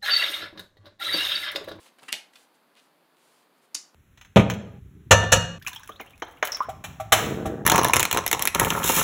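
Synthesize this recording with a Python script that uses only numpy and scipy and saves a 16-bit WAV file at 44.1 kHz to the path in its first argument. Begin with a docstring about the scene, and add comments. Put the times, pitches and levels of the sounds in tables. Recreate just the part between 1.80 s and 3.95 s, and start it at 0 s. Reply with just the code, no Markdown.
"""A stiff playing card, laid on a cloth mat, slides, is tapped down, bends past a fingernail and snaps flat.
Fingers nudge it straight and thumb the deck; the next card flicks off the deck's edge with a bright snap.
Blows and bursts of friction drive each card's resonances, whose dispersion delays the low bending waves;
sliding, taps and nails are coloured noise and impulses. A small, quiet room answers at one close microphone."""
import sys
import numpy as np
from scipy import signal
from scipy.fft import rfft, irfft, next_fast_len
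from scipy.io import wavfile

SR = 44100
rng = np.random.default_rng(int(sys.argv[2]) if len(sys.argv) > 2 else 0)


def output_pcm(signal):
    """Save a mono or channel-first signal as 16-bit PCM at the path in sys.argv[1].

    Samples are clipped to [-1, 1] before scaling.
    """
    pcm = np.clip(np.atleast_2d(signal).T, -1, 1) * 32767
    wavfile.write(sys.argv[1], SR, np.round(pcm).astype(np.int16))


N = 94638


def amp(db):
    """Logarithmic level: decibels to amplitude gain."""
    return 10 ** (np.asarray(db) / 20)


def unit(x):
    """Power normalisation: x at rms 1."""
    return x / np.sqrt(np.mean(x ** 2) + 1e-20)


def along(points, hz):
    """Interpolation of (f/Hz, value) points on a logarithmic frequency axis."""
    point_hz, values = np.transpose(points)
    return np.interp(np.log(hz + 1), np.log(point_hz + 1), values)


def filtered(x, response):
    """Linear filtering: the spectrum of x times a complex response of frequency."""
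    size = 2 * next_fast_len(N // 2 + SR // 4)  # padded so that ringing does not wrap round
    hz = np.fft.rfftfreq(size, 1 / SR)
    return irfft(rfft(x, size) * response(hz), size)[:N]


def causal(db):
    """Minimum phase: the response with these gains that only rings after its cause."""
    cepstrum = irfft(db * np.log(10) / 20)
    half = len(cepstrum) // 2
    # fold the negative times onto the positive ones
    cepstrum[1:half] *= 2
    cepstrum[half + 1:] = 0
    return np.exp(rfft(cepstrum))


def tinted(x, colour):
    """Broadband spectral shaping: x through a causal filter with a (f/Hz, level/dB) colour."""
    return filtered(x, lambda hz: causal(along(colour, hz)))


def card(force, colour, modes, spread_s):
    """Plate bending: resonances lift a broad colour, and dispersion makes low bending waves arrive late."""
    def response(hz):
        db = along(colour, hz)
        for centre, width, lift in modes:
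            db = db + lift / (1 + (2 * (hz - centre) / width) ** 2)
        # this phase is a delay of spread_s at 1 kHz, falling as one over the root of frequency
        lag = 4 * np.pi * spread_s * np.sqrt(1000 * hz)
        return causal(db) * np.exp(-1j * lag)
    return filtered(force, response)


def blows(rows):
    """Impulsive excitation: one single-sample force for each (t/s, level/dB)."""
    force = np.zeros(N)
    for s, db in rows:
        force[int(s * SR)] += amp(db)
    return force


def stroke(s, length):
    """Contact pressure envelope: a rounded rise and fall that peaks at 1."""
    swell = 0.44  # exponent: smaller gives steeper ends and a flatter top
    progress = np.clip((np.arange(N) / SR - s) / length, 0, 1)
    return (4 * progress * (1 - progress)) ** swell


def friction(grain):
    """Dry friction: dense tiny slips of uneven size, with log-normal spread grain (nepers)."""
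    slips = rng.standard_normal(N)
    sizes = np.exp(grain * rng.standard_normal(N))
    return unit(slips * sizes)


def scrapes(rows):
    """Energy equivalence: each friction burst carries the energy of a blow of the same dB."""
    force = np.zeros(N)
    for s, length, db in rows:
        burst = stroke(s, length) * friction(grain=0.61)
        force += amp(db) * burst / np.linalg.norm(burst)
    return force


def room(x, wet_db, walls_db):
    """Room acoustics: direct sound, early reflections and a frequency-dependent diffuse decay."""
    # near surfaces, before colour and walls_db: t/s (delay), level/dB
    walls = [(.0057, -13), (.0076, -13.5), (.0106, -20.5), (.0132, -8.5)]
    # spectrum of those reflections: f/Hz, level/dB
    wall_colour = [(500, -0.5), (3000, 5), (10000, -13.5)]
    # time for the tail to fall by 60 dB: f/Hz, t/s
    decay_times = [(200, 0.16), (1000, 0.46), (3000, 0.26), (6000, 0.26), (13000, 0.21)]
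    # spectrum of the diffuse sound, before wet_db: f/Hz, level/dB
    diffuse_colour = [(100, -1.5), (500, 1.5), (1200, -6), (3000, -2), (6000, -2.5), (12000, -7)]
    onset_s = 0.0021  # build-up time of the tail

    hz, t, noise = signal.stft(rng.standard_normal(SR // 2), SR, nperseg=256)
    decay = amp(-60 * t / along(decay_times, hz)[:, None])
    tail = signal.istft(noise * decay, SR, nperseg=256)[1]
    tail *= 1 - np.exp(-(np.arange(len(tail)) / SR / onset_s) ** 2)
    tail /= np.linalg.norm(tail)
    diffuse = tinted(signal.fftconvolve(x, tail)[:N], diffuse_colour)
    echoes = tinted(signal.fftconvolve(x, blows(walls))[:N], wall_colour)
    return x + amp(wet_db) * diffuse + amp(walls_db) * echoes


def air():
    """Stationary random noise: steady room noise and microphone hiss of fixed spectral density."""
    # relative spectral density: f/Hz, level/dB per Hz
    density = [(25, -31), (75, -38), (115, -28.5), (150, -8), (200, -9), (260, -3.5), (400, -6),
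               (1000, -6.5), (1700, -12), (2800, -17), (4600, -18.5), (5600, -28), (8000, -27.5),
               (10500, -24), (15500, -26.5)]
    level_db = -64.5  # rms
    noise = filtered(rng.standard_normal(N), lambda hz: amp(along(density, hz)))
    return amp(level_db) * unit(noise)


def sliding():
    """Sliding friction: card faces hiss softly on cloth and deck, their loudness following the stroke."""
    # strokes: t/s, length/s, level/dB (rms at the stroke's peak, before the room)
    slides = [(-.04, .135, -59.5), (0.198, .03, -68), (0.219, .07, -62), (0.526, 0.13, -62.5),
              (0.738, 0.029, -69), (0.96, .12, -69.5), (1.359, 0.29, -67.5), (1.767, 0.025, -72),
              (1.815, 0.046, -68.5)]
    # relative spectrum of the hiss: f/Hz, level/dB
    slide_colour = [(90, -46), (250, -2), (500, -1), (1500, 0.5), (4000, 2.5), (5700, -1.5), (9800, 1),
                    (12500, -8), (15500, -6.5)]
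    pressure = sum(amp(db) * stroke(s, length) for s, length, db in slides)
    hiss = unit(tinted(friction(grain=0.24), slide_colour))
    return room(pressure * hiss, wet_db=-1, walls_db=-14)


def fingers():
    """Contact excitation: brief friction makes taps, pats and nail drags; impulses make nail ticks."""
    # Levels of events are before their colour.
    # fingers and card touching the mat: t/s, length/s, level/dB
    touches = [(.056, 0.019, -5), (.184, 0.0051, -7.5), (.190, 0.0053, -10), (.2315, .008, -2)]
    # their spectrum: f/Hz, level/dB
    touch_colour = [(100, -54), (260, -13), (1000, -13), (2600, -16), (6000, -31.5), (9700, -25),
                    (15000, -40)]
    # soft pats of a fingertip and of the air under the landing card: t/s, length/s, level/dB
    soft_pats = [(.221, .016, 2.5), (.329, .012, 9.5)]
    # their spectrum: f/Hz, level/dB
    pat_colour = [(70, -38), (130, -20.5), (350, -15.5), (900, -13), (2000, -30), (8000, -45)]
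    # nail ticks on the card: t/s, level/dB
    nail_ticks = [(.232, -1.5), (.5353, -13), (.558, -2.5), (.5635, -12), (.9538, -11.5), (.9712, -10),
                  (.9995, -10.5), (1.3695, -15.5)]
    # their spectrum: f/Hz, level/dB
    tick_colour = [(80, -51), (700, -35), (1600, -25), (3500, -17.5), (6000, -32), (10000, -25.5),
                   (15000, -53)]
    # nails dragging over the card: t/s, length/s, level/dB
    nail_drags = [(.057, 0.038, -11), (.190, 0.012, -11.5), (.5345, 0.0051, -12.5), (.555, 0.0099, -2.5),
                  (.96, 0.043, -6.5)]
    # their spectrum: f/Hz, level/dB
    drag_colour = [(150, -35), (700, -28), (1500, -16.5), (3800, -14.5), (6000, -22.5), (15000, -40)]

    taps = tinted(scrapes(touches), touch_colour)
    pats = tinted(scrapes(soft_pats), pat_colour)
    ticks = tinted(blows(nail_ticks), tick_colour)
    drags = tinted(scrapes(nail_drags), drag_colour)
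    return room(taps + pats, wet_db=-3.5, walls_db=-4.5) + room(ticks + drags, wet_db=-6.5, walls_db=-3)


def laid_card():
    """Driven plate resonance: nail friction rings the bent card, then slips and a blow ring it flat."""
    # scraping past the nail, ringing higher as the card tightens: t/s, length/s, level/dB, pitch ratio
    bends = [(0.2797, 0.0053, -13.5, 0.82), (0.2826, 0.0052, -3, 1), (0.285, 0.0096, 0.5, 1.01),
             (0.3, .024, -13, 1.2)]
    # bent card's broad spectrum: f/Hz, level/dB
    bend_colour = [(90, -60), (250, -12), (700, -14.5), (1400, -10.5), (3000, -8.5), (6000, -20.5),
                   (9700, -16), (12000, -26), (15000, -37)]
    # bent card's resonances at pitch ratio 1: f/Hz, width/Hz, lift/dB
    bend_modes = [(1092, 137, 13.7), (1860, 170, 13.7), (2750, 250, 13.7), (4870, 340, 9.3)]
    # corner slipping just before it lets go and chattering as it lands: t/s, length/s, level/dB
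    slips = [(.3218, 0.0051, -14.5), (.3277, .002, -7)]
    # flat card's broad spectrum: f/Hz, level/dB
    snap_colour = [(30, -21), (100, -25), (200, -8), (600, -10.5), (1300, -4.5), (2300, 7.5), (4200, 5.5),
                   (5500, 1), (9000, 0.5), (12000, -1), (15500, -15.5)]
    # flat card's resonances: f/Hz, width/Hz, lift/dB
    snap_modes = [(1920, 140, 3), (2620, 170, 3.5), (2860, 110, 6.5), (3254, 114, 8.1), (4120, 220, 2.9),
                  (4370, 110, 1.8), (9260, 230, 5.2)]
    snap_s, snap_db = .3274, -0.5  # time and level of the blow
    spread_s = .0005  # lag of bending waves at 1 kHz

    bend = np.zeros(N)
    for s, length, db, ratio in bends:
        scaled_modes = np.array(bend_modes) * [ratio, 1, 1]
        bend += card(scrapes([(s, length, db)]), bend_colour, scaled_modes, spread_s)
    force = blows([(snap_s, snap_db)]) + scrapes(slips)
    snap = card(force, snap_colour, snap_modes, spread_s)
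    return room(bend, wet_db=-6, walls_db=-2) + room(snap, wet_db=-1.5, walls_db=-2.1)


def drawn_card():
    """Dispersive plate release: the next card scrapes over the deck's edge and springs free."""
    # card's edge catching and leaving the deck: t/s, level/dB
    catches = [(1.9478, -8.5), (1.9488, -7.5), (1.9512, -9.5), (1.952, -9)]
    # its scrape over the edge: t/s, length/s, level/dB
    edge_scrapes = [(1.9443, 0.0042, -7), (1.9466, 0.00615, -1.5)]
    # drawn card's broad spectrum: f/Hz, level/dB
    flick_colour = [(40, -39), (250, -16.5), (700, -17), (1100, -10.5), (2000, -8), (3200, -10), (4000, -5),
                    (4500, 1), (7000, 1.5), (7800, -1), (10900, -4), (11800, -16), (13500, -11),
                    (15500, -22)]
    # its resonances: f/Hz, width/Hz, lift/dB
    flick_modes = [(3540, 110, 11.5), (4550, 200, 7.5), (5244, 180, 12), (5466, 210, 12), (6680, 370, 10),
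                   (7200, 230, 4.5), (8950, 200, 13)]
    spread_s = 0.002045  # lag of bending waves at 1 kHz
    force = blows(catches) + scrapes(edge_scrapes)
    flick = card(force, flick_colour, flick_modes, spread_s)
    return room(flick, wet_db=-2, walls_db=-5)


def scene():
    """Superposition: all sound pressures add at the one microphone."""
    return (laid_card() + drawn_card() + fingers() + sliding() + air())[None]


def record(dry):
    """Band limitation: a very steep zero-phase low-pass."""
    top_hz = 15550  # 3 dB down here
    return np.array([filtered(x, lambda hz: 1 / np.sqrt(1 + (hz / top_hz) ** 160)) for x in dry])


dry = scene()
out = record(dry)
output_pcm(out)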